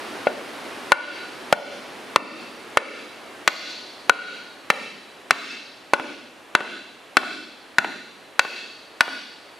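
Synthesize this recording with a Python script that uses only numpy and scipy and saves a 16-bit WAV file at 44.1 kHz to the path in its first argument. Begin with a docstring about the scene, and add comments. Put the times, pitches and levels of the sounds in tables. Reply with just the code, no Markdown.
"""Driving a sleeve into an engine block

Close up in a workshop, a hammer drives a steel sleeve home through a hand-held wooden board.
Each of the fifteen blows is a hard knock of wood with a short ring from board and sleeve; after the
last six the board bounces once. The room echoes over a background hiss that grows quieter.
The close microphone overloads, ducks, and lets the echo swell back."""
import sys
import numpy as np
from scipy import signal
from scipy.fft import rfft, irfft, next_fast_len
from scipy.io import wavfile

SR = 44100
rng = np.random.default_rng(int(sys.argv[2]) if len(sys.argv) > 2 else 0)


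def dump(signal):
    """Clip the signal to [-1, 1] and save it as 16-bit WAV at the path in sys.argv[1]."""
    limited = np.clip(np.atleast_2d(signal).T, -1, 1)
    pcm = np.round(limited * 32767).astype(np.int16)
    wavfile.write(sys.argv[1], SR, pcm)


N = 422919
HIT_SAMPLES = 8192

# The workshop's background hiss, at first and once settled. Each row: frequency in Hz, density in dB.
EARLY_HISS_COLOUR = [(20, -21), (60, -32), (105, -10), (165, -13), (240, 0), (370, 1.5), (520, -2.5),
                     (900, -3.5), (1300, -4), (2400, -8.5), (4500, -15), (7500, -25.5), (10000, -24),
                     (15000, -39)]
LATE_HISS_COLOUR = [(20, -8), (60, -21), (105, -11.5), (170, -12.5), (290, -3), (520, -3.5), (700, -4),
                    (1000, -6.5), (1700, -8), (3000, -11.5), (4900, -23), (7500, -25), (10900, -27.5),
                    (15000, -41)]

# The hammer blows. Each row: start in seconds, force in dB, knock pitch in Hz, then board ring,
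# sleeve slip and low thump, all three in dB relative to the force.
HAMMER_BLOWS = [(0.2694, -3, 590, -10.5, -34, -19), (0.9193, 14.5, 980, -1, -34, -21.5),
                (1.5265, 10, 693, -7.5, -14.5, -14.5), (2.1601, 11.5, 1113, -15.5, -17.5, -15),
                (2.772, 11.5, 1120, -12.5, -34, -21.5), (3.4767, 11.5, 1310, -9.5, -2, -23.5),
                (4.0955, 11.5, 1003, 1.5, -10, -18), (4.7017, 7.5, 1312, -22, -24, -17.5),
                (5.3078, 11, 1420, -24, -5, -18), (5.9349, 6, 833, -5.5, -11.5, -17.5),
                (6.5508, 7, 1384, -7.5, -14.5, -18.5), (7.1691, 7, 1370, -4.5, -7.5, -16.5),
                (7.7838, 1, 1586, -4, -4.5, -9.5), (8.3934, 7.5, 1464, -9.5, -3, -34),
                (9.0075, 7, 1494, -7, -7.5, -27)]
SQUARE_HZ = 1140  # a square blow knocks at this pitch
# Modes of the wood's thud, the board and the sleeve.
# Each row: frequency in Hz, level in dB, seconds to fall 60 dB.
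THUD_MODES = [(294, -38, 0.088), (433, -13, 0.035), (585, 3, 0.034), (910, -9, 0.035)]
BOARD_MODES = [(1013, -18, 0.037), (1421.4, -1, 0.049), (1478, 0.5, 0.055), (2867, -10, 0.016)]
SLEEVE_MODES = [(1791, -3.5, 0.049), (2079, -3.5, 0.038), (2282, 5.5, 0.019), (2624, -2, 0.03),
                (2745, -6, 0.031), (3126, -13, 0.038), (3437, -17, 0.053), (3956, -14, 0.047),
                (4430, -21, 0.011), (4504, -12, 0.032)]
# Noise of the jolted block, the contact and steel sliding in the bore.
# Each row: frequency in Hz, density in dB.
THUMP_COLOUR = [(30, -34), (120, -3), (250, -4.5), (400, -2.5), (700, -13.5), (2000, -55), (15000, -80)]
CRACK_COLOUR = [(30, -19), (120, -48), (250, -9), (700, 1.5), (1400, 2.5), (2600, -8), (4500, -13.5),
                (6500, -19), (10000, -22), (15000, -61)]
SLIP_COLOUR = [(200, -28), (1200, -22), (2100, 1), (2700, 9.5), (3050, -5), (3500, 6.5), (3730, -6),
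               (3960, 1.5), (4200, -0.5), (4530, 0), (4900, -6), (6700, -6.5), (8500, -17.5),
               (15000, -30.5)]

# How long the workshop rings. Each row: frequency in Hz, seconds to fall 60 dB.
ROOM_DECAY = [(100, 1.25), (300, 0.8056), (1000, 0.29), (1480, 0.7241), (2000, 0.6451), (4400, 1.2636),
              (8000, 0.79), (14000, 0.48)]
# The tone of its echo. Each row: frequency in Hz, level in dB.
ECHO_COLOUR = [(50, -22), (130, -8), (240, 9), (500, 5.5), (1000, 7.5), (1450, -1.5), (2200, 0), (4400, 2),
               (8000, -2), (14000, 8.5)]
# Room sound at the microphone. Each row: frequency in Hz, left-right likeness from 0 to 1.
ROOM_LIKENESS = [(40, 0.075), (180, 0.76), (550, 0.83), (1650, 0.74), (5000, 0.85), (15000, 1)]

# The board drops back on the sleeve. Each row: start in seconds, gain in dB, pitch in Hz.
BOARD_BOUNCES = [(5.9972, -3.5, 915), (6.6056, -0.5, 1300), (7.232, -12, 1340), (7.8454, -3, 1080),
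                 (8.4493, -3, 1300), (9.0797, -8, 1420)]
# Noise of that light touch. Each row: frequency in Hz, density in dB.
TAP_COLOUR = [(100, -11), (450, -3.5), (1500, -6), (2700, -10.5), (5000, -32), (15000, -48)]


def gain_of(db):
    """Decibels to amplitude."""
    return 10 ** (np.asarray(db) / 20)


def unit_rms(x):
    """Scales to rms 1."""
    return x / np.sqrt(np.mean(x ** 2) + 1e-20)


def read(points, hz):
    """Reads a table on a log-frequency axis."""
    table_hz, value = np.transpose(points)
    return np.interp(np.log(hz + 1), np.log(table_hz + 1), value)


def add(mix, start_s, sound):
    """Mixes a stereo sound in at its start time."""
    part = mix[:, round(start_s * SR):][:, :sound.shape[1]]
    part += sound[:, :part.shape[1]]


def placed(x, left_db):
    """Sets a mono sound in the stereo picture, louder on the left by left_db."""
    return x * gain_of([[left_db / 2], [-left_db / 2]])


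def smoothed(x, corner_hz):
    """Smooths away what is faster than the corner."""
    pole = np.exp(-2 * np.pi * corner_hz / SR)
    return signal.lfilter([1 - pole], [1, -pole], x)


def diffuse(size, colour):
    """Coloured stereo noise that reaches the microphone from all sides."""
    hz = np.fft.rfftfreq(size, 1 / SR)
    left, unrelated = rfft(rng.standard_normal((2, size)))
    likeness = np.clip(read(ROOM_LIKENESS, hz), -1, 1)
    right = likeness * left + np.sqrt(1 - likeness ** 2) * unrelated
    return irfft(np.array([left, right]) * gain_of(read(colour, hz)), size)


def background_hiss(early_db=-32.5, late_db=-45, settle_s=5.88):
    """Background hiss of the workshop that grows quieter and changes colour, then holds steady."""
    settled = np.clip(np.arange(N) / SR / settle_s, 0, 1)
    hiss = np.sqrt(1 - settled) * unit_rms(diffuse(next_fast_len(N), EARLY_HISS_COLOUR))[:, :N]
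    hiss += np.sqrt(settled) * unit_rms(diffuse(next_fast_len(N), LATE_HISS_COLOUR))[:, :N]
    return placed(hiss * gain_of(early_db + (late_db - early_db) * settled), left_db=-0.6)


def knock(hz, swell_s):
    """A few heavily damped cycles of the wood, peaking after swell_s."""
    t = np.arange(HIT_SAMPLES) / SR
    return t / swell_s * np.exp(1 - t / swell_s) * np.sin(2 * np.pi * hz * t)


def ring(modes, rise_s, detune):
    """Struck modes die away; every blow lands a little differently and shifts their pitch."""
    t = np.arange(HIT_SAMPLES) / SR
    tones = np.zeros(HIT_SAMPLES)
    for k, (hz, db, t60) in enumerate(modes):
        pitch = hz * (1 + detune * rng.standard_normal())
        tones += (-1) ** k * gain_of(db - 60 * t / t60) * np.sin(2 * np.pi * pitch * t)
    return tones * (1 - np.exp(-t / rise_s))


def burst(colour, decay_s, rise_s):
    """A short dying burst of noise whose spectrum keeps close to the given colour."""
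    t, hz = np.arange(HIT_SAMPLES) / SR, np.fft.rfftfreq(HIT_SAMPLES, 1 / SR)
    envelope = gain_of(-60 * t / decay_s) * (1 - np.exp(-t / rise_s))
    spectrum = rfft(envelope * rng.standard_normal(HIT_SAMPLES))
    flat = spectrum / (abs(spectrum) + 1e-12)
    noise = irfft(gain_of(read(colour, hz)) * flat) * gain_of(-10 * t / decay_s)
    return noise * np.linalg.norm(envelope) / np.linalg.norm(noise)


def wood_knock(force_db, hz):
    """Wood crushes on the steel rim with a knock and a thud; lower-pitched blows thud more."""
    knock_db = 2.5 + 0.48 * force_db
    thud_db = -14.5 + 1.25 * force_db - 10 * np.log2(hz / SQUARE_HZ)
    thud = gain_of(thud_db) * ring(THUD_MODES, rise_s=0.0033, detune=0.0048)
    return gain_of(knock_db) * knock(hz, swell_s=0.00064) + thud


def block_thump(db):
    """The block jolts on its wooden supports."""
    return gain_of(db) * burst(THUMP_COLOUR, decay_s=0.041, rise_s=0.00066)


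def sleeve_ring(force_db, hz):
    """The steel sleeve rings, more under squarer, higher-pitched blows."""
    db = force_db - 8.5 + 4.0 * np.log2(hz / SQUARE_HZ)
    return gain_of(db) * ring(SLEEVE_MODES, rise_s=0.0015, detune=0.0065)


def contact_crack(force_db, top_hz=4000, db_per_doubling=0.5):
    """The contact cracks, brighter under harder blows; top_hz is the corner at a force of 0 dB."""
    crack = gain_of(-3.5 + 0.73 * force_db) * burst(CRACK_COLOUR, decay_s=0.028, rise_s=0.0005)
    return smoothed(crack, top_hz * 2 ** (force_db / db_per_doubling))


def sleeve_slip(db):
    """Steel scrapes as the sleeve slips a little deeper into the bore."""
    return gain_of(db) * burst(SLIP_COLOUR, decay_s=0.022, rise_s=0.0012)


def thin_bass(x, corner_hz=186.0):
    """The close sound reaches the microphone with little bass."""
    return signal.sosfilt(signal.butter(2, corner_hz, "high", fs=SR, output="sos"), x)


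def hammer_blow(force_db, hz, ring_db, slip_db, thump_db):
    """One blow from close by: knock and crack near the centre, board and sleeve ringing to the left."""
    wood = wood_knock(force_db, hz) + block_thump(force_db + thump_db)
    board = gain_of(force_db + ring_db) * ring(BOARD_MODES, rise_s=0.00043, detune=0.0026)
    sleeve = sleeve_ring(force_db, hz)
    crack = contact_crack(force_db)
    slip = sleeve_slip(force_db + slip_db)
    ringing = placed(board, left_db=4.5) + placed(sleeve + slip, left_db=2.2)
    return thin_bass(ringing + placed(wood, left_db=-0.3) + placed(crack, left_db=0.6))


def with_flank_reflection(sound, side_db=-11.5, delay_s=0.001072):
    """A first reflection off the flank of the block arrives from the side and widens the blow."""
    t = np.arange(sound.shape[1]) / SR
    side = gain_of(side_db) * np.interp(t - delay_s, t, sound.mean(0), left=0)
    return sound + np.array([-side, side])


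def workshop_echo(sound, wet_db=-7.5, build_s=0.0082):
    """A dense echo builds up as sound returns from the walls, each band dying at its own speed."""
    hz, frame_s, bands = signal.stft(diffuse(SR, ECHO_COLOUR), SR, nperseg=256)
    decay = gain_of(-60 * frame_s / read(ROOM_DECAY, hz)[:, None])
    tail = signal.istft(bands * decay, SR, nperseg=256)[1]
    t = np.arange(tail.shape[1]) / SR
    tail *= (1 - np.exp(-(t / build_s) ** 2)) / np.sqrt(SR / 20)
    return gain_of(wet_db) * signal.fftconvolve(sound.mean(0)[None], tail, axes=1)


def board_bounce(db, hz):
    """The board drops back on the sleeve with a light knock, a faint ring and a tap."""
    wood = gain_of(-2.5) * knock(hz, swell_s=0.00046)
    wood += gain_of(-11.5) * ring(BOARD_MODES, rise_s=0.00079, detune=0.0019)
    tap = gain_of(-6.5) * burst(TAP_COLOUR, decay_s=0.03, rise_s=0.000087)
    return gain_of(db) * thin_bass(placed(wood, left_db=3.5) + tap)


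def overshoot_db(dry, threshold_db, recovery_db_per_s, attack_s):
    """How far the peaks reach over a threshold, followed with a lag and let go at a steady rate."""
    peak_db = 20 * np.log10(abs(dry).max(0) + 1e-9)
    fall_db = np.arange(N) * recovery_db_per_s / SR
    held_db = np.maximum.accumulate(peak_db + fall_db) - fall_db
    return smoothed(np.maximum(held_db - threshold_db, 0), 1 / (2 * np.pi * attack_s))


def scene():
    """Close blows and bounces with their echoes, over the background hiss."""
    mix = background_hiss()
    for start_s, force_db, hz, *parts_db in HAMMER_BLOWS:
        blow = hammer_blow(force_db, hz, *parts_db)
        echo_db = -3 + np.log2(hz / SQUARE_HZ)  # sharper blows carry further into the room
        add(mix, start_s, with_flank_reflection(blow))
        add(mix, start_s, gain_of(echo_db) * workshop_echo(blow))
    for start_s, db, hz in BOARD_BOUNCES:
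        bounce = board_bounce(db, hz)
        add(mix, start_s, bounce)
        add(mix, start_s, gain_of(-6.0) * workshop_echo(bounce))
    return mix


def record(dry, ride_share=0.093, low_cut_hz=95.0, high_cut_hz=15700):
    """The close microphone clips until limiter and gentle gain control duck; both recover in the echo."""
    limit_db = overshoot_db(dry, threshold_db=0.0, recovery_db_per_s=67.5, attack_s=0.0015)
    ride_db = overshoot_db(dry, threshold_db=-23.5, recovery_db_per_s=63.5, attack_s=0.011)
    ducked = dry / gain_of(limit_db + ride_share * ride_db)
    clipped = 0.87 * ducked / (1 + ducked ** 8) ** (1 / 8)
    thinned = signal.sosfilt(signal.butter(1, low_cut_hz, "high", fs=SR, output="sos"), clipped)
    high_cut = signal.firwin(127, high_cut_hz, window=("kaiser", 8), fs=SR)
    return signal.oaconvolve(thinned, high_cut[None], "same")


dry = scene()
out = record(dry)
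dump(out)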